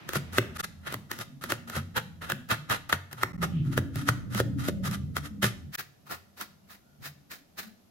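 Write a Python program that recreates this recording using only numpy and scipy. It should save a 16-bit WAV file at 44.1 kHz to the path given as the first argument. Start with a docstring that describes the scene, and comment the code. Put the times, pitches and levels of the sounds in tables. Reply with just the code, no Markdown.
"""Tiles near walls, in a breeze: a cleaver slices garlic on a thin plastic board beside a phone with two ports.
Each stroke crackles (dense random clicks, partly ringing the board) and ends in knocks (dying board modes).
Slower modes give thud and boom; noise tails are the walls' answer. Narrow noise bands make the breeze rumble.
From 5.72 s the breeze is all but gone, the crackle takes another colour and the strokes sound quieter."""
import sys
import numpy as np
from scipy import signal
from scipy.fft import rfft, irfft
from scipy.io import wavfile
from scipy.ndimage import uniform_filter1d

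SR = 44100
rng = np.random.default_rng(int(sys.argv[2]) if len(sys.argv) > 2 else 0)


def ratio(d):
    """dB to gain"""
    e = np.asarray(d, float) / 20
    return 10 ** e


def int16_out(signal):
    """Quantize to a 16-bit WAV file."""
    q = np.round(np.clip(np.atleast_2d(signal).T, -1, 1) * 32767)
    wavfile.write(sys.argv[1], SR, q.astype(np.int16))


N = 348390
T = np.arange(N) / SR
HALF_S = T[:SR // 2]
SIDES = np.array([[1], [-1]])
CHANGE_S = 5.722  # from here the breeze drops and the crackle changes colour
PORT_LAG_SAMPLES = 5  # right port hears the board later
LOW_MODES = 3  # count of low board modes

# breeze level: time_s, level_db
WIND_LEVELS = [(0, -41.5), (0.56, -44.5), (0.95, -49), (1.5, -46.5), (2.8, -45.5), (3.05, -57), (3.32, -41),
               (3.34, -33.5), (3.8, -32), (4.1, -33.5), (4.65, -27), (4.95, -31.5), (5.22, -39),
               (5.6, -40.5), (5.71, -40), (5.73, -57), (6.6, -58.5), (7.9, -60.5)]
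# breeze tone: freq_hz, gain_db
WIND_TONE = [(15, -48.5), (25, -9.5), (49, -27), (81, -5), (113, -8.5), (151, -3), (225, -8), (281, -13.5),
             (443, -38.5), (560, -35), (730, -67), (1230, -120)]
# outdoor hiss spectrum: freq_hz, density_rel_db
AIR_TONE = [(180, -39.5), (300, -3), (537, -5.5), (656, -2), (900, -11.5), (1430, -12.5), (1580, -17),
            (6200, -18), (9090, -21.5), (12500, -21), (16000, -38.5)]
# fading tail of an earlier stroke at the start, then faint scrapes and hums:
# peak_s, half_length_s (to 1/e), centre_hz, width_hz, level_db
FAINT_SOUNDS = [(0, 0.54, 1480, 2240, -52), (3.577, 0.069, 2850, 970, -54.5), (6.65, 0.016, 2800, 198, -76),
                (6.893, 0.083, 1420, 100, -69.5), (7.014, 0.018, 119, 80, -44),
                (7.669, 0.053, 205, 29.3, -49)]
# blade pushing through flesh: peak_s, crackle_db, rise_ms, fall_ms (both over 10 dB)
PUSHES = [(0.092, -45, 13, 46), (0.166, -30.5, 26, 16), (0.34, -43.5, 16, 29), (0.387, -29.5, 24, 6),
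          (0.57, -38.5, 17, 5), (0.607, -29.5, 16, 4), (0.646, -31.5, 10.6, 7), (0.875, -39.5, 11, 9),
          (0.941, -46, 72, 19), (1.117, -42.5, 14.5, 56), (1.216, -35, 19.5, 14.5), (1.414, -45.5, 2.6, 56),
          (1.44, -49.5, 12, 60), (1.503, -30.5, 9.3, 29), (1.676, -47.5, 3, 64), (1.774, -36, 41.5, 21.5),
          (1.976, -31, 16.6, 17.5), (2.224, -45.5, 9.2, 75), (2.307, -37, 13.4, 19), (2.518, -29, 17.2, 24),
          (2.719, -28, 18, 32.5), (2.896, -38, 2.7, 31), (2.931, -32, 2.9, 17.5), (3.114, -50, 3.2, 11),
          (3.13, -52.5, 11, 26), (3.19, -48, 16, 19), (3.237, -39.5, 26.5, 12), (3.438, -31, 16.9, 17),
          (3.674, -53, 32, 28), (3.74, -43.5, 24, 18), (3.782, -33.5, 14.2, 11), (3.976, -39.5, 26, 59),
          (4.093, -27, 17.6, 10), (4.333, -42.5, 21, 15), (4.405, -29.5, 39, 9), (4.599, -43, 16, 59),
          (4.656, -43, 26, 30), (4.687, -31, 9.3, 10), (4.858, -32.5, 16.3, 28), (4.947, -38.5, 36, 19),
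          (5.172, -34.5, 15.8, 21), (5.258, -41.5, 26, 22), (5.433, -24, 9.3, 40.5), (5.752, -33, 18, 9),
          (5.792, -33, 10.6, 28), (6.076, -51, 14, 36), (6.119, -34, 17.4, 35), (6.382, -47.5, 14, 30),
          (6.412, -36, 13.5, 28), (6.717, -46, 25, 41), (7.064, -36.5, 29.6, 25), (7.318, -40, 12.5, 45),
          (7.593, -33, 15, 18.5), (7.63, -47.5, 13, 57)]
# hand on the blade: time_s, board_over_crackle_db, low_over_high_modes_db
HAND_PRESSURE = [(0, 1, 0), (0.65, -1.5, 0.5), (0.88, 7, -5.5), (1.2, -1, 1), (1.7, 2.5, 0.5), (2, 7, -3),
                 (2.7, 5, -4), (3.4, 5.5, 3.5), (4, -1, -2), (4.9, -0.5, 0), (5.44, -2.5, -6),
                 (5.75, -6, -11), (6.12, 2.5, 5.5), (6.45, -2.5, 2), (7.06, -5.5, -2.5), (7.6, -4.5, -2.5)]
# crackle spectrum before 5.72 s: freq_hz, density_rel_db
FLESH_EARLY_TONE = [(710, -27), (1200, 6), (1470, -1.5), (1960, 0.5), (2280, -9), (3280, -4.5), (6650, -8),
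                    (12000, -11.5), (15500, -40.5)]
# crackle spectrum from 5.72 s on: freq_hz, density_rel_db
FLESH_LATE_TONE = [(350, -41.5), (600, -18), (798, -21.5), (1450, -3.5), (1580, -5.5), (1780, -3.5),
                   (2680, -15), (3980, -9), (5820, -14.5), (15500, -20.5)]
# edge meets board or snaps a layer: time_s, blow_db, boom_rel_blow_db, thud_rel_blow_db
BLOWS = [(0.091, -8, -33, -14), (0.134, -6, -30, -15), (0.156, -8, -7, -2), (0.333, -30, -28, 2),
         (0.383, 9.5, -25, -11.5), (0.925, -13, -36, -10.5), (0.942, -8.5, -19, -11),
         (1.115, -5.5, -39, -19), (1.189, -17, -12, -12), (1.439, -10, -21, -13.5), (1.503, -16.5, -36, -5),
         (1.521, 2.5, -28, -16), (1.699, -16, -20, -12), (1.755, -30.5, -9, -12), (1.766, -14.5, -2, -3.5),
         (1.967, -4.5, -21.5, -42), (2.3, -6, -31, -15.5), (2.32, -1.5, -19.5, -21), (2.49, -31, -24, -27),
         (2.514, 2.5, -21.5, -34), (2.699, -6.5, -16, -35.5), (2.894, -22, -23, -15),
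         (2.927, 8.5, -29, -22), (3.13, -17.5, -19, -14.5), (3.233, 4.5, -31.5, -20),
         (3.428, -11, -12, -4.5), (3.777, 0.5, -15, -6), (3.958, -15.5, 0, -9), (4.088, 4.5, -16.5, -16),
         (4.348, -8, -9, -14), (4.378, -13, -7, -21), (4.401, -1.5, -15.5, -2), (4.685, -7.5, -24, 2),
         (4.857, -24, -14.5, -5), (4.876, -19, -14, -13), (4.913, -17, -12, -34), (5.167, -2, -34, -20.5),
         (5.429, -2, -11.5, -9.5), (5.443, 1, -17, -11.5), (5.752, -11.5, -32, -34), (5.794, -31, -30, -15),
         (6.114, -24, -31, -40), (6.412, -12.5, -31, -34.5)]
# board flexing: freq_hz, level_rel_db, t60_s
BOARD_MODES = [(1145, -22.5, 0.036), (1295, -5, 0.02), (1449, 8, 0.012), (1766, 12.5, 0.0077),
               (1994, -2, 0.015), (2683, 11.5, 0.0036), (3207, -0.5, 0.012), (3840, 5.5, 0.0041)]
# board slapping flat, a thud: freq_hz, level_rel_db, t60_s
SLAP_MODES = [(290, 0, 0.03), (367.2, -1.5, 0.048), (473, 1, 0.024), (560, -7, 0.042)]
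# board on its tiles, a boom: freq_hz, level_rel_db, t60_s
BED_MODES = [(91.9, -18, 0.49), (117.1, 0, 0.19), (144, -5.5, 0.23), (205, -5.5, 0.11)]
# echo bands: freq_hz, density_db, t60_s
WALL_BANDS = [(253, -5, 0.37), (620, -8, 0.47), (1360, -15, 0.52), (2800, -8.5, 0.45), (5600, -9.5, 0.45),
              (11900, -12, 0.32)]
# brief drops of level: centre_s, half_length_ms (to 1/e of depth), depth_db
LEVEL_DIPS = [(.577, 2.36, -30), (0.622, 5.1, -49), (3.327, 3.8, -43), (3.372, 4.9, -32), (5.768, 6.6, -49)]
# port response: freq_hz, gain_db
PORT_TONE = [(6000, -1), (8500, -5), (12000, 2), (15000, 5)]


def unit(x):
    """Scale to rms 1."""
    return x / np.sqrt(np.mean(x ** 2))


def bandpass(x, low_hz, high_hz):
    """Second-order resonant band between two edges."""
    return signal.sosfilt(signal.butter(2, [low_hz, high_hz], "bandpass", fs=SR, output="sos"), x)


def colour(x, points):
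    """Minimum-phase filter through (freq_hz, gain_db) points, by folding the cepstrum."""
    hz, db = np.transpose(points)
    size = 4096
    grid_hz = np.maximum(np.fft.rfftfreq(size, 1 / SR), 1)
    gain = ratio(np.interp(np.log(grid_hz), np.log(hz), db))
    cepstrum = irfft(np.log(gain))
    cepstrum[1:size // 2] *= 2
    cepstrum[size // 2 + 1:] = 0
    response = irfft(np.exp(rfft(cepstrum)))
    return signal.fftconvolve(x, response)[:len(x)]


def walk(rate_hz):
    """Random levels held for one period, smoothed twice, rms 1."""
    hold = int(SR / rate_hz)
    steps = np.repeat(rng.standard_normal(N // hold + 1), hold)
    smooth = uniform_filter1d(uniform_filter1d(steps, hold), hold)
    return unit(smooth[:N])


def ring(modes, chance, scatter_db, scatter_share):
    """Half a second of dying sines, peak 1; chance detunes and reweights the modes."""
    out = 0
    for (hz, db, t60_s), louder, sharper in zip(modes, chance, chance[::-1]):
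        tone = np.sin(2 * np.pi * hz * (1 + scatter_share * sharper) * HALF_S)
        out = out + ratio(db + scatter_db * louder) * tone * 1000 ** (-HALF_S / t60_s)
    return out / np.abs(out).max()


def steady_ring(x, modes):
    """Drive unscattered modes with a signal."""
    return signal.fftconvolve(x, ring(modes, np.zeros(len(modes)), 0, 0))[:N]


def onset(build_s):
    """Exponential build-up of a ring."""
    return 1 - np.exp(-HALF_S / build_s)


def wind():
    """Eddies rumble on the ports: narrow bands puff up independently, partly shared."""
    out = 0
    for hz in 25 * 2 ** np.arange(0, 4.6, .25):
        mid, side = bandpass(rng.standard_normal((2, N)), hz / 1.06, hz * 1.06)
        puff = ratio(6 * walk(6))
        side_db = np.interp(hz, [40, 120], [0.1, -5]) + 1.2 * walk(4.4)
        out = out + puff * mid + ratio(side_db) * side * SIDES
    rumble = unit(np.array([colour(port, WIND_TONE) for port in out]))
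    return ratio(np.interp(T, *np.transpose(WIND_LEVELS))) * rumble


def air():
    """Far outdoor hiss: coloured noise, independent per port, wavering slightly."""
    ports = []
    for _ in range(2):
        hiss = unit(colour(rng.standard_normal(N), AIR_TONE))
        ports.append(ratio(-65.5 + 0.28 * walk(4)) * hiss)
    return np.array(ports)


def faint_sounds():
    """An earlier stroke's fading tail, then scrapes and hums: band-passed noise under Gaussian envelopes."""
    out = np.zeros((2, N))
    for s, half_length_s, hz, width_hz, db in FAINT_SOUNDS:
        noise = bandpass(rng.standard_normal((2, N)), hz - width_hz / 2, hz + width_hz / 2)
        out += ratio(db) * unit(noise) * np.exp(-((T - s) / half_length_s) ** 2)
    return out


def push_gain():
    """Each push through the flesh swells and fades at its own pace."""
    gain = np.zeros(N)
    for s, db, rise_ms, fall_ms in PUSHES:
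        near = slice(max(int((s - .25) * SR), 0), int((s + .25) * SR))
        ms = 1000 * (T[near] - s)
        span_ms, power = np.where(ms < 0, rise_ms, fall_ms), np.where(ms < 0, 1.8, 1.4)
        gain[near] += ratio(db - 10 * np.abs(ms / span_ms) ** power)
    return gain


def crackle():
    """Cells burst as dense clicks of uneven size; some of the push rings the board and its bed."""
    air_gain = push_gain()
    time_s, press_db, low_db = np.transpose(HAND_PRESSURE)
    board_gain = air_gain * ratio(np.interp(T, time_s, press_db))
    lean = ratio(np.interp(T, time_s, low_db) / 2)
    # most cells are small, a few snap louder
    size = ratio(2.2 * np.minimum(rng.exponential(size=N), 5) + 1.3 * walk(150))
    shared, left, right = rng.standard_normal((3, N)) * (rng.random(N) < .4) * size
    ports = []
    for bursts in (left + 0.27 * shared, right + 0.13 * np.roll(shared, PORT_LAG_SAMPLES)):
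        low = unit(steady_ring(bursts, BOARD_MODES[:LOW_MODES]))
        high = unit(steady_ring(bursts, BOARD_MODES[LOW_MODES:]))
        push = (lean * low + high / lean) / np.hypot(lean, 1 / lean)
        near, late = unit(colour(bursts, FLESH_EARLY_TONE)), unit(colour(bursts, FLESH_LATE_TONE))
        ports.append(air_gain * np.where(T < CHANGE_S, near, late) + board_gain * push)
    boom = steady_ring(board_gain * unit(shared), BED_MODES)
    return np.array(ports) + ratio(-48.5) * boom


def knocks():
    """Blows ring board, slap and bed modes, scattered anew; the edge clicks as it shears the last fibres."""
    out = np.zeros((2, N + SR))
    click_lead_s, click_spread_s = .0005, .0015
    click_peak_s = 4 * click_spread_s
    click_shape = np.exp(-np.abs(HALF_S - click_peak_s) / click_spread_s)
    for s, db, boom_db, thud_db in BLOWS:
        click_db = -22 + 0.45 * db  # clicks vary less than blows
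        place = rng.standard_normal(len(BOARD_MODES))
        # the board flexes down for some milliseconds before it booms fully
        boom = ring(BED_MODES, rng.standard_normal(len(BED_MODES)), 5.9, 0.026) * onset(.0038)
        thud = ring(SLAP_MODES, rng.standard_normal(len(SLAP_MODES)), 2.2, .03) * onset(.0015)
        for port in range(2):
            click = uniform_filter1d(rng.standard_normal(len(HALF_S)), size=2) * click_shape
            seen = place + .4 * rng.standard_normal(len(BOARD_MODES))  # each port's mix of modes
            # the top face first moves away; contact builds over a fraction of a millisecond
            rap = -ring(BOARD_MODES, seen, 2.6, .035) * onset(.0005)
            blow = rap + ratio(boom_db) * boom + ratio(thud_db) * thud
            at = int((s + .0006) * SR) + port * PORT_LAG_SAMPLES
            out[port, at:at + len(blow)] += ratio(db) * blow
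            at -= int((click_peak_s + click_lead_s) * SR)
            out[port, at:at + len(click)] += ratio(click_db) * click
    return out[:, :N]


def echoes():
    """Diffuse noise tail, each band with its own decay; ports more alike in the bass."""
    tail = 0
    for hz, db, t60_s in WALL_BANDS:
        mid, side = bandpass(rng.standard_normal((2, len(HALF_S))), hz / 1.5, hz * 1.5)
        fade = 1000 ** (-HALF_S / t60_s) * (HALF_S > .004)  # first 4 ms silent
        band = fade * (mid + min(hz / 1100, 1) * side * SIDES) / mid.std()
        tail = tail + ratio(db) * band / np.sqrt(np.sum(fade ** 2)) * np.sqrt(hz / SR)
    return tail


def walls(x):
    """Overlapping windows, one every 93 ms, each get a freshly drawn noise tail: no fixed pattern repeats."""
    hop = 4096
    out = np.zeros((2, N + SR))
    for at in range(0, N, hop):
        part = x[at:at + 2 * hop]
        faded = part * np.hanning(2 * hop)[:len(part)]
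        wet = signal.fftconvolve(faded[None], echoes(), axes=1)
        out[:, at:at + wet.shape[1]] += wet
    return out[:, :N]


def dips():
    """Gain that drops for a few milliseconds at a time."""
    return ratio(sum(db * np.exp(-(1000 * (T - s) / ms) ** 4) for s, ms, db in LEVEL_DIPS))


def scene():
    """Board sounds, their echoes, breeze and hiss, all under the level dips."""
    # a small board radiates little deep bass
    thin = signal.butter(2, 75, "highpass", fs=SR, output="sos")
    work = signal.sosfilt(thin, knocks() + crackle() + faint_sounds())
    return dips() * (work + walls(work.mean(axis=0)) + wind() + air())


def roll_off(x):
    """The treble ends steeply here."""
    return signal.sosfilt(signal.butter(12, 16990, fs=SR, output="sos"), x)


def record(dry):
    """The phone's port resonance shapes the treble; filters cut the deepest bass and the top."""
    ports = [colour(port, PORT_TONE) for port in dry]
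    bass_cut = signal.butter(2, 25, "highpass", fs=SR, output="sos")
    top_cut = signal.ellip(8, .2, 40, 15800, fs=SR, output="sos")
    mix = signal.sosfilt(np.vstack([bass_cut, top_cut]), ports)
    return roll_off(mix)


dry = scene()
out = record(dry)
int16_out(out)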